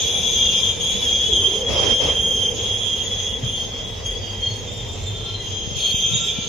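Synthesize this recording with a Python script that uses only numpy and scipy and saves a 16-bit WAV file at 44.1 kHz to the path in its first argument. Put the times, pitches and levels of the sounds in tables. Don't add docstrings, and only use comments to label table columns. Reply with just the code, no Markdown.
import sys
import numpy as np
from scipy import signal
from scipy.io import wavfile
from scipy.ndimage import uniform_filter1d

SR = 44100
rng = np.random.default_rng(int(sys.argv[2]) if len(sys.argv) > 2 else 0)


def dump_mix(stems):
    frames = np.atleast_2d(stems).T
    limited = np.clip(frames, -1, 1)
    pcm = np.round(limited * 32767).astype(np.int16)
    wavfile.write(sys.argv[1], SR, pcm)


def field_ratio(decibels):
    return 10 ** (np.asarray(decibels, dtype=float) / 20)


N = 285768

# frequency in Hz, likeness from 0 to 1.
LIKENESS = [(60, 0.66), (130, 0.6), (290, 0.82), (640, 0.62), (1400, 0.3), (3060, 0.6), (6730, 0.15),
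            (14800, 0.1)]
# frequency in Hz, left over right in dB.
TILT = [(60, 0), (110, 0), (200, 0.5), (380, -1), (690, -1), (1280, -2.5), (2360, 1), (4350, -3.5),
        (8020, 8.5), (14800, 8)]
SIDES = np.array([[.5], [-.5]])

# frequency in Hz, level in dB per Hz.
AIR_COLOUR = [(7000, -3), (8200, -5), (9600, -13), (11200, -12), (12300, -11), (13500, -11.5), (15500, -5)]
AIR_DB = -49
DUCKING = .5
# time in seconds, peak in dB, frequency in Hz, left over right in dB.
PUFFS = [(5.676, -18, 169, 25), (5.719, -21, 129.3, 26), (5.768, -17.5, 111.2, 24),
         (5.944, -15.5, 179.8, 28), (5.945, -18, 90.6, -26), (6.062, -22, 108.3, -11),
         (6.119, -16.5, 118.2, 22), (6.137, -13.5, 129.4, -30), (6.153, -14.5, 139, 19),
         (6.161, -17, 130.3, -30), (6.197, -22, 131, 24), (6.221, -22, 150.2, -26),
         (6.243, -26, 139.2, -14), (6.389, -14, 179.8, 7), (6.471, -23, 144, 15)]
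# time in seconds, peak in dB, frequency in Hz.
BUMPS = [
    (0.7, -29, 83.6),
    (0.948, -29, 198),
    (1.32, -25, 67.97),
    (1.391, -22, 93.3),
    (1.758, -28, 68),
    (3.43, -17, 123),
]

# frequency in Hz, level in dB per Hz.
RUMBLE_COLOUR = [(12, -49), (20, -5.5), (40, -2), (92, 3.5), (108, -6.5), (150, -4.5), (225, -6.5),
                 (313, -28.5), (340, -12), (440, -30.5), (750, -120)]
# frequency in Hz, level in dB per Hz.
CLATTER_COLOUR = [(160, -36), (280, 4.5), (331, -11), (417, 0.5), (525, -1.5), (678, -7), (854, -6),
                  (1320, -18.5), (3000, -10), (3280, -4.5), (4300, -36), (5210, -9), (6000, -24),
                  (7800, -56), (13200, -120)]
# levels in dB of rumble, groan and clatter.
ROLL_DB = [-33.5, -38.5, -43.5]
# dB per second of rumble, groan and clatter.
RECEDE_DB_PER_S = [0.6, 0.75, 0.6951]
# start in seconds, end in seconds, extra dB of rumble, of groan and of clatter.
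JOLTS = [
    (1.02, 1.12, -2, -2.5, 2.5),
    (1.3, 1.66, -3, 7.5, 1.5),
    (1.7, 1.8, 6.5, 13, 9.5),
    (1.82, 1.92, 6, 10, 11),
    (2.02, 2.1, 5.5, 11.5, 11),
    (2.15, 2.7, 1.5, 6, 1.5),
    (3.44, 3.48, 5, -2, -10),
]
JOLT_RISE_DB_PER_S, JOLT_FALL_DB_PER_S = 247, 155
# time in seconds, frequency in Hz.
GROAN_PITCH = [(0, 464.2), (1.2, 482.8), (1.32, 400), (1.55, 426.5), (1.72, 550), (1.8, 521.8), (1.87, 430),
               (2.03, 550), (2.15, 463.3), (4.1, 471.8), (5.3, 426.8), (6.48, 455)]

# frequency in Hz, width in Hz.
TANK_MODES = [(99.3, 27.2), (43.7, 19)]
# start in seconds, end in seconds, level in dB, left over right in dB.
TANK_HUMS = [
    [(2.3, 3.4, -38.5, -1), (3.4, 6.2, -34.5, -1.2)],
    [(1.4, 2.1, -45, 0), (2.9, 6.3, -40, 0)],
]
# frequency in Hz, width in Hz.
LOW_MODES = [(1362, 8), (2000, 90), (2358, 34), (2620, 90), (2890, 90), (3315, 60), (3735, 80), (3990, 40),
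             (4130, 50), (4335, 55), (4712, 55)]
# start in seconds, end in seconds, level in dB, left over right in dB.
LOW_SQUEALS = [
    [(5.05, 5.4, -52.5, -5), (5.7, 5.95, -61, 1), (5.98, 6.8, -52, 7), (6.07, 6.3, -48, 8)],
    [(2.5, 5.3, -53.5, 0.5), (5.35, 5.5, -53, -3)],
    [(-.1, .6, -46, -5), (.5, .9, -45, 5), (.8, 1.25, -45, 3), (5.7, 6.8, -44.5, 0)],
    [(5.74, 6.05, -44.5, -1), (6.0, 6.32, -42, 2)],
    [(2.55, 2.8, -43, -6), (2.94, 3.08, -39, -2), (3.26, 3.36, -41, -8), (3.45, 3.62, -46, -4),
     (4.2, 4.36, -46, -5), (5.38, 5.56, -45, 1)],
    [(-.1, .2, -29.5, -7), (.4, .72, -34, 7), (.79, .9, -32.5, 12), (1.63, 1.76, -26.5, 3),
     (2.54, 3.0, -31, -9), (3.08, 3.38, -35, -6), (4.08, 4.2, -35, 9)],
    [(5.76, 6.1, -43.5, 0), (6.12, 6.24, -29, 4), (6.2, 6.33, -35.5, 4)],
    [(5.2, 5.5, -42, 9), (5.45, 5.75, -50, 7)],
    [(4.95, 5.2, -51, 3), (5.12, 5.5, -46, 7)],
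    [(3.53, 3.68, -47, -3), (3.71, 3.8, -50, -3), (4.39, 4.63, -40.5, 9), (5.6, 5.72, -55, -3),
     (5.74, 5.98, -36.5, 1)],
    [(3.94, 4.15, -56, -2), (4.08, 4.42, -45.5, -8), (6.3, 6.6, -53, -14)],
]
# frequency in Hz, width in Hz.
FAINT_MODES = [(3800, 90), (3020, 73), (2070, 60)]
# start in seconds, end in seconds, level in dB, left over right in dB.
FAINT_SQUEALS = [
    [(-.1, .5, -38, 0.0078), (.55, .72, -43, 0), (.87, 1.15, -41, 0), (1.72, 1.9, -41.5, 0.0071),
     (2.58, 2.9, -47, 0.0085), (3.82, 4.05, -47, 0.0038), (6.1, 6.34, -37, 0.00083)],
    [(-.1, .2, -40, 0), (.25, .5, -48, 0.0081), (.97, 1.15, -40, 0), (1.18, 1.52, -36.5, 0),
     (6.25, 6.4, -47, 0)],
    [(5.576, 5.8, -59, 0.0033)],
]
# frequency in Hz, width in Hz.
HIGH_MODES = [(6470, 40), (6600, 60), (6748, 20), (7190, 80), (7460, 130), (10850, 80)]
# start in seconds, end in seconds, level in dB, left over right in dB.
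HIGH_SQUEALS = [
    [(-0.04, 0.031, -25, 16)],
    [(.805, .89, -33.5, 6), (0.66, .7, -51, -16)],
    [(2.5, 2.72, -44, -16), (3.02, 3.14, -37, 7), (3.2, 3.3, -46, -2), (3.38, 3.66, -53, 19),
     (4.04, 4.21, -57, 17), (4.95, 5.35, -72, -8), (5.66, 5.74, -64, 3), (6.139, 6.25, -34.5, -23.5)],
    [(.6, .8, -46, -11), (4.59, 5.3, -51, -20)],
    [(6.088, 6.355, -46.5, -21)],
    [(4.59, 5.306, -67, 9)],
]

# start in seconds, end in seconds, scrape in dB, overtone bands in dB above the scrape.
GRIPS = [(0, 0.693, -37, -6.5), (0.816, 1.362, -39.5, -5.5), (1.363, 1.554, -41, -4.5),
         (1.69, 2.101, -43.5, -2.5), (2.12, 2.463, -47, -0.5), (2.554, 3.272, -44, -5),
         (3.45, 3.627, -47.5, -3.5), (3.698, 3.953, -59, -23), (4.04, 4.554, -81.5, -18),
         (4.597, 5.354, -66, -29), (5.43, 5.732, -47, -9.5), (5.772, 6.29, -39, -9), (6.312, 6.5, -42, -13)]
GRIP_RISE_DB_PER_S, GRIP_FALL_DB_PER_S = 303, 91
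# frequency in Hz, width in Hz, dB at full grip, left over right in dB, dB gained per dB of scrape.
GRIP_MODES = [(2810, 48, -44.5, -1, 1.5), (6200, 160, -40, -0.5, 1.35), (6470, 140.7, -43, -9.5, 0.8),
              (10400, 390, -62, 8.5, 3), (13100, 1300, -59, 3, 3)]
FULL_GRIP_DB = -40
# frequency in Hz, level in dB per Hz.
SCRAPE_LOW = [(1410, 3), (2400, 1.5), (3010, -24.5), (3130, 4), (3310, -1), (3510, 5.5), (3780, 2),
              (4270, -31), (5180, -2), (5860, -23.5), (6220, -25), (6600, 1.5), (7460, -68.5), (7650, -43),
              (7800, -83.5), (10100, -111), (17200, -120)]
# frequency in Hz, level in dB per Hz.
SCRAPE_TOP = [(4710, -58), (8000, -35), (8200, -51.5), (8650, -23), (9300, 1.5), (9900, 18), (10600, -17),
              (11300, -61.5), (12300, 5), (13200, 0.5), (13800, 4), (15200, -5)]
# low edge in Hz, high edge in Hz, depth in dB.
VALLEYS = [(4240, 4600, 0), (7610, 8490, 21), (10670, 11720, 10.5)]

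# start in seconds, end in seconds, level in dB, frequency in Hz.
SIDE_SPELLS = [
    [(0, .2, -16, 3388), (.24, .42, -13, 3394), (.47, .64, -14, 3400), (.87, 1.06, -16.5, 3397),
     (1.1, 1.2, -16.5, 3361), (1.24, 1.34, -11.5, 3365), (1.36, 1.58, -18.5, 3398),
     (1.75, 2.0, -21.5, 3404), (2.03, 2.45, -21.5, 3379), (2.6, 3.0, -21.5, 3390), (3.05, 3.36, -19, 3373),
     (3.46, 3.6, -23.5, 3375), (3.7, 3.97, -28, 3345), (4.1, 4.2, -24.5, 3365), (4.72, 4.95, -40, 3420),
     (5.1, 5.32, -32, 3410), (5.8, 6.0, -22, 3386), (6.02, 6.2, -25, 3410), (6.23, 6.33, -23, 3400),
     (6.35, 6.5, -26.5, 3380)],
    [(0, .3, -22.5, 3547), (.33, .55, -21.5, 3565), (.57, .8, -24, 3576), (.86, 1.2, -36, 3600),
     (1.25, 1.35, -42, 3570), (1.4, 2.0, -54, 3540), (2.6, 3.1, -36, 3464), (3.13, 3.38, -36.5, 3597),
     (3.46, 3.6, -31, 3545), (3.65, 3.95, -34, 3470), (4.68, 4.95, -28.5, 3587), (4.97, 5.06, -36, 3570),
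     (5.07, 5.3, -24, 3573), (5.33, 5.55, -41, 3570), (5.78, 6.05, -32, 3540), (6.08, 6.33, -22.5, 3556),
     (6.35, 6.5, -34, 3580)],
]
# start in seconds, end in seconds, level in dB, frequency in Hz, octave overtone in dB.
LEAD_LOCKS = [(0, 0.133, -30.5, 3283, -49), (0.169, 0.333, -31.5, 3258, -49),
              (0.364, 0.502, -22, 3232, -41), (0.499, 0.58, -23, 3205, -43),
              (0.635, 0.69, -21, 3220, -42.5), (0.82, 0.928, -24.5, 3236, -38),
              (0.958, 1.048, -36, 3320, -40.5), (1.07, 1.121, -22.5, 3237, -41.5),
              (1.152, 1.237, -26.5, 3222, -46), (1.335, 1.464, -20, 3184, -37.5),
              (1.498, 1.608, -25.5, 3177, -40.5), (1.766, 1.873, -22, 3180, -40),
              (1.898, 2.036, -22, 3183, -40.5), (2.047, 2.207, -22.5, 3176, -40.5),
              (2.218, 2.364, -23.5, 3196, -37), (2.379, 2.493, -22, 3164, -39.5),
              (2.575, 2.66, -29, 3220, -42), (2.7, 2.79, -29, 3215, -42.5),
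              (2.812, 3.019, -27.5, 3212, -42.5), (3.056, 3.11, -33, 3235, -45),
              (3.14, 3.2, -28, 3230, -45), (3.24, 3.345, -31.5, 3230, -45.5),
              (3.447, 3.644, -28.5, 3184, -42.5), (3.715, 3.756, -35.5, 3210, -55),
              (3.781, 3.799, -30, 3225, -49), (3.84, 3.942, -38.5, 3215, -65),
              (4.064, 4.083, -25, 3220, -39.5), (4.223, 4.359, -32.5, 3208, -49.5),
              (4.409, 4.479, -24, 3204, -46), (4.486, 4.603, -35.5, 3222, -43.5),
              (4.626, 4.95, -42, 3225, -70), (5.1, 5.19, -41, 3190, -69), (5.219, 5.361, -34.5, 3172, -55),
              (5.407, 5.751, -34, 3198, -49), (5.77, 5.83, -27.5, 3198, -38),
              (5.846, 6.0, -24.5, 3193, -37), (6.035, 6.092, -22, 3196, -40),
              (6.109, 6.301, -29, 3212, -58)]
LOCK_RISE_DB_PER_S, LOCK_FALL_DB_PER_S, OCTAVE_FALL_DB_PER_S = 551, 260, 87
SAG_HZ, SAG_S = 18.0, .1
OVERTONE_STEADY = .35
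HARD_LOCK_DB, THINNING = -38, .6
# time in seconds, left over right in dB.
WHEEL_PAN = [(0.0, 3.0), (1.33, -0.5), (1.57, -5.5), (1.64, -2), (1.93, -5), (1.97, 6.5), (2.11, -2.5),
             (2.52, -1), (2.67, 6.5), (2.76, -3.0), (3.74, -0.5), (5.45, -1.5), (5.58, 11), (5.61, 2),
             (6.39, -3), (6.48, 2)]

# frequency in Hz, distance in dB.
MASK_UNDER = [(3500, 40), (3900, 24), (4400, 20), (4800, 24), (5200, 30), (7000, 26), (7600, 18),
              (8600, 18), (9600, 23), (11200, 15), (12500, 24), (15000, 24)]
MASK_DB_PER_OCTAVE, MASK_BINS, MASK_WOBBLE_DB = 20.5, 12, 2.5
# frequency in Hz, distance in dB.
LINE_UNDER = [(3300, 30), (3800, 5), (4700, 6), (6500, 9), (7400, 2), (12000, 0), (15000, -1)]


def rms_one(x):
    return x / np.sqrt(np.mean(np.abs(x) ** 2) + 1e-20)


def in_time(rows):
    s, *columns = np.transpose(rows)
    return [np.interp(np.arange(N) / SR, s, c) for c in columns]


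def at_hz(points, hz):
    table = np.array(points)
    return np.interp(np.log(hz), np.log(table[:, 0]), table[:, 1])


def drift(rate, size=N):
    r = np.exp(-80 * np.pi * rate / SR)
    noise = rng.standard_normal(size // 40 + 2002)
    slow = signal.lfilter([1], [1, -2 * r, r * r], noise)[2000:]
    return np.interp(np.arange(size) / 40, np.arange(len(slow)), rms_one(slow))


def pair(mid, side, alike):
    alike = np.clip(alike, 0, 1)
    return np.sqrt((1 + alike) / 2) * mid + np.sqrt((1 - alike) * 2) * side * SIDES


def slip_tone(hz, width_hz, steady, alike, tremble=.3):
    size = len(hz)
    cycles = np.cumsum(hz + tremble * width_hz * drift(width_hz, size=size)) / SR
    wander = [drift(width_hz, size=size) + 1j * drift(width_hz, size=size) for _ in range(2)]
    steady = np.clip(steady, 0, 1)
    shape = np.sqrt(2 * steady) + np.sqrt(1 - steady) * pair(*wander, alike)
    return np.real(shape * np.exp(2j * np.pi * cycles))


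def banded_noise(spectrum, step, patchy_db, alike_scale):
    lowest, highest = spectrum[0][0], spectrum[-1][0]
    count = int(np.log2(highest / lowest) / step)
    edges = np.geomspace(lowest, highest, count + 1)
    out, together, white = 0, drift(19.6), rng.standard_normal((2, 2, N))
    for k, (low, high) in enumerate(zip(edges, edges[1:])):
        band = signal.butter(2, [low, high], "band", fs=SR, output="sos")
        mid, side = signal.sosfilt(band, white[k % 2])
        hz = np.sqrt(low * high)
        flicker_db = patchy_db * (0.35 * together + drift(6.9))
        gain = field_ratio(at_hz(spectrum, hz) + flicker_db) * field_ratio(at_hz(TILT, hz) * SIDES)
        out = out + gain * pair(mid, side, alike_scale * at_hz(LIKENESS, hz))
    return rms_one(out)


def spells(rows, column, rise_db_per_s, fall_db_per_s, floor_db):
    t, table = np.arange(0, N + 40, 40) / SR, np.array(rows)
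    early = np.maximum(table[:, :1] - t, 0)
    late = np.maximum(t - table[:, 1:2], 0)
    db = table[:, [column]] - rise_db_per_s * early - fall_db_per_s * late
    return np.interp(np.arange(N) / SR, t, np.maximum(db.max(axis=0), floor_db))


def scrape_level():
    return spells(GRIPS, 2, GRIP_RISE_DB_PER_S, GRIP_FALL_DB_PER_S, floor_db=-52.5)


def far_hiss():
    scrape_db = uniform_filter1d(scrape_level(), size=22000)
    level_db = AIR_DB - 2.5 - DUCKING * (np.clip(scrape_db, -55, -45) + 60.5)
    return field_ratio(level_db) * banded_noise(AIR_COLOUR, step=.13, patchy_db=2.5, alike_scale=0.85)


def wind():
    out, t = np.zeros((2, N)), np.arange(N) / SR
    for s, peak_db, hz, pan_db in PUFFS:
        near = slice(round((s - .03) * SR), round((s + .03) * SR))
        cycles = hz * (t[near] - s)
        puff = np.exp(-(cycles / 0.58) ** 2) * np.sin(2 * np.pi * cycles)
        louder_side = field_ratio(np.minimum(2 * pan_db * SIDES, 0))
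        out[:, near] += field_ratio(peak_db) * louder_side * puff
    return out


def bumps():
    out, t = np.zeros(N), np.arange(round(.2 * SR)) / SR
    for s, peak_db, hz in BUMPS:
        a = round(s * SR)
        onset = 1 - np.exp(-t / 0.0017)
        decay = field_ratio(peak_db + 3.0 - 60 * t / 0.15)
        out[a:a + len(t)] += onset * decay * np.sin(2 * np.pi * hz * t)
    return out


def wagons():
    t, (groan_hz,) = np.arange(N) / SR, in_time(GROAN_PITCH)
    levels_db = []
    for k in range(3):
        jolt_db = spells(JOLTS, 2 + k, JOLT_RISE_DB_PER_S, JOLT_FALL_DB_PER_S, floor_db=0)
        levels_db.append(ROLL_DB[k] - RECEDE_DB_PER_S[k] * t + jolt_db)
    rumble_db, groan_db, clatter_db = levels_db
    rumble = banded_noise(RUMBLE_COLOUR[1:-2], step=.4, patchy_db=-1.07, alike_scale=.9)
    groan = slip_tone(groan_hz, width_hz=56.2, steady=0.0039, alike=1.0)
    clatter = banded_noise(CLATTER_COLOUR[1:-2], step=.3, patchy_db=1.5, alike_scale=0.44)
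    rolling = field_ratio(rumble_db + 0.9) * rumble + field_ratio(groan_db - 0.5 - 2.2 * SIDES) * groan
    return rolling + field_ratio(clatter_db + 9.5) * clatter


def passing_squeals():
    out = np.zeros((2, N))
    modes = LOW_MODES + FAINT_MODES + HIGH_MODES + TANK_MODES
    times = LOW_SQUEALS + FAINT_SQUEALS + HIGH_SQUEALS + TANK_HUMS
    for (hz, width_hz), rows in zip(modes, times):
        for start, end, level_db, pan_db in rows:
            a, b = round(max(start, 0) * SR), min(round(end * SR), N)
            part = (np.arange(a, b) / SR - start) / (end - start)
            swell = np.clip(part / 0.2, 0, 1) * np.clip((1 - part) / 0.32, 0, 1)
            flutter = field_ratio(level_db + pan_db * SIDES + 2.2 * drift(11.3, size=b - a))
            wavering_hz = hz + 0.1487 * width_hz * drift(2.83, size=b - a)
            out[:, a:b] += swell * flutter * slip_tone(wavering_hz, width_hz / 2, steady=0.016, alike=0.99)
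    return out


def grip_modes():
    out, over_db = 0, scrape_level() - FULL_GRIP_DB
    for hz, width_hz, level_db, pan_db, follows in GRIP_MODES:
        flutter = field_ratio(level_db + follows * over_db + pan_db * SIDES + 4.24 * drift(2.4))
        out = out + flutter * slip_tone(np.full(N, hz), width_hz / 2, steady=0.04, alike=0.24)
    return out


def flange_scrape(grip_db):
    top_db, = in_time([(s, row[3]) for row in GRIPS for s in row[:2]])
    low = field_ratio(10.5) * banded_noise(SCRAPE_LOW[1:-2], step=.15, patchy_db=2.0, alike_scale=0.53)
    top = field_ratio(top_db - 2.0) * banded_noise(SCRAPE_TOP[1:], step=.11, patchy_db=2.0, alike_scale=0.61)
    return field_ratio(scrape_level() + 0.17 * grip_db) * (low + top)


def side_modes(grip_db):
    out = 0
    for rows in SIDE_SPELLS:
        level_db = spells(rows, 2, LOCK_RISE_DB_PER_S, LOCK_FALL_DB_PER_S, floor_db=-48)
        hz, = in_time([(s, row[3]) for row in rows for s in row[:2]])
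        pan_db = in_time(WHEEL_PAN)[0] + 2.5 + 1.3 * drift(3.8)
        tone = slip_tone(hz + 8.0 * drift(29.8), width_hz=34.0, steady=.45, alike=0.56)
        out = out + field_ratio(level_db + pan_db * SIDES) * tone
    return out * field_ratio(grip_db - 9.0)


def lead_wheel(grip_db):
    pitch = []
    for start, end, _, hz, _ in LEAD_LOCKS:
        pitch += [(start, hz + SAG_HZ), (min(start + SAG_S, end - .01), hz), (end, hz)]
    hz, = in_time(pitch)
    hz = hz + 11.0 * drift(40.0)
    level_db = spells(LEAD_LOCKS, 2, LOCK_RISE_DB_PER_S, LOCK_FALL_DB_PER_S, floor_db=-49)
    octave_db = spells(LEAD_LOCKS, 4, LOCK_RISE_DB_PER_S, OCTAVE_FALL_DB_PER_S, floor_db=-71)
    high_db = octave_db + THINNING * np.minimum(octave_db - HARD_LOCK_DB, 0)
    pan_db = in_time(WHEEL_PAN)[0] + 0.88 * drift(5.5)
    main = slip_tone(hz, width_hz=34.4, steady=.62, alike=0.54, tremble=0)
    octave = slip_tone(2 * hz, width_hz=46, steady=OVERTONE_STEADY, alike=0.12, tremble=0)
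    third = slip_tone(3 * hz, width_hz=40, steady=OVERTONE_STEADY, alike=0.21, tremble=0)
    fourth = slip_tone(4 * hz, width_hz=70, steady=OVERTONE_STEADY, alike=.3, tremble=0)
    tone = field_ratio(level_db + 2.0) * main + field_ratio(octave_db + 5.0) * octave
    tone += field_ratio(high_db - 12) * third + field_ratio(high_db - 19 + 4.0 * SIDES) * fourth
    return tone * field_ratio(grip_db + pan_db * SIDES)


def scene():
    grip_db = 0.5 * drift(1.8)
    wheels = wagons() + flange_scrape(grip_db) + side_modes(grip_db) + lead_wheel(grip_db)
    for *valley, depth_db in VALLEYS:
        notch = signal.cheby2(4, depth_db, valley, "bandstop", fs=SR, output="sos")
        wheels = signal.sosfilt(notch, wheels)
    return far_hiss() + wind() + bumps() + passing_squeals() + grip_modes() + wheels


def masking(x):
    hz, _, z = signal.stft(x, SR, nperseg=2048)
    count = len(hz) // MASK_BINS
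    used = count * MASK_BINS
    power = (np.abs(z[:, :used]) ** 2).reshape(2, count, MASK_BINS, -1) + 1e-20
    db = 10 * np.log10(power.sum(axis=(0, 2)))
    centre = ((np.arange(count) + .5) * MASK_BINS * hz[1])[:, None]
    slope = MASK_DB_PER_OCTAVE * np.log2(centre)
    skirt = np.maximum.accumulate(np.where(centre > 2500, db + slope, -300), axis=0) - slope
    wobble = MASK_WOBBLE_DB * (rng.standard_normal(db.shape) + rng.standard_normal(db.shape[1]))
    band_kept = np.clip(db - skirt + at_hz(MASK_UNDER, centre) + wobble, 0, 1)
    line_limit = field_ratio(-2 * at_hz(LINE_UNDER, centre))[:, None]
    line_kept = power > power.mean(axis=2, keepdims=True) * line_limit
    z[:, :used] *= (band_kept[:, None] * line_kept).reshape(2, used, -1)
    return signal.istft(z, SR, nperseg=2048)[1][:, :N]


def low_pass(x):
    return signal.sosfilt(signal.butter(12, 15380, fs=SR, output="sos"), x)


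def record(dry):
    low_cut = signal.butter(3, 38.2, "high", fs=SR, output="sos")
    heard = masking(signal.sosfilt(low_cut, dry))
    return low_pass(heard)


dry = scene()
out = record(dry)
dump_mix(out)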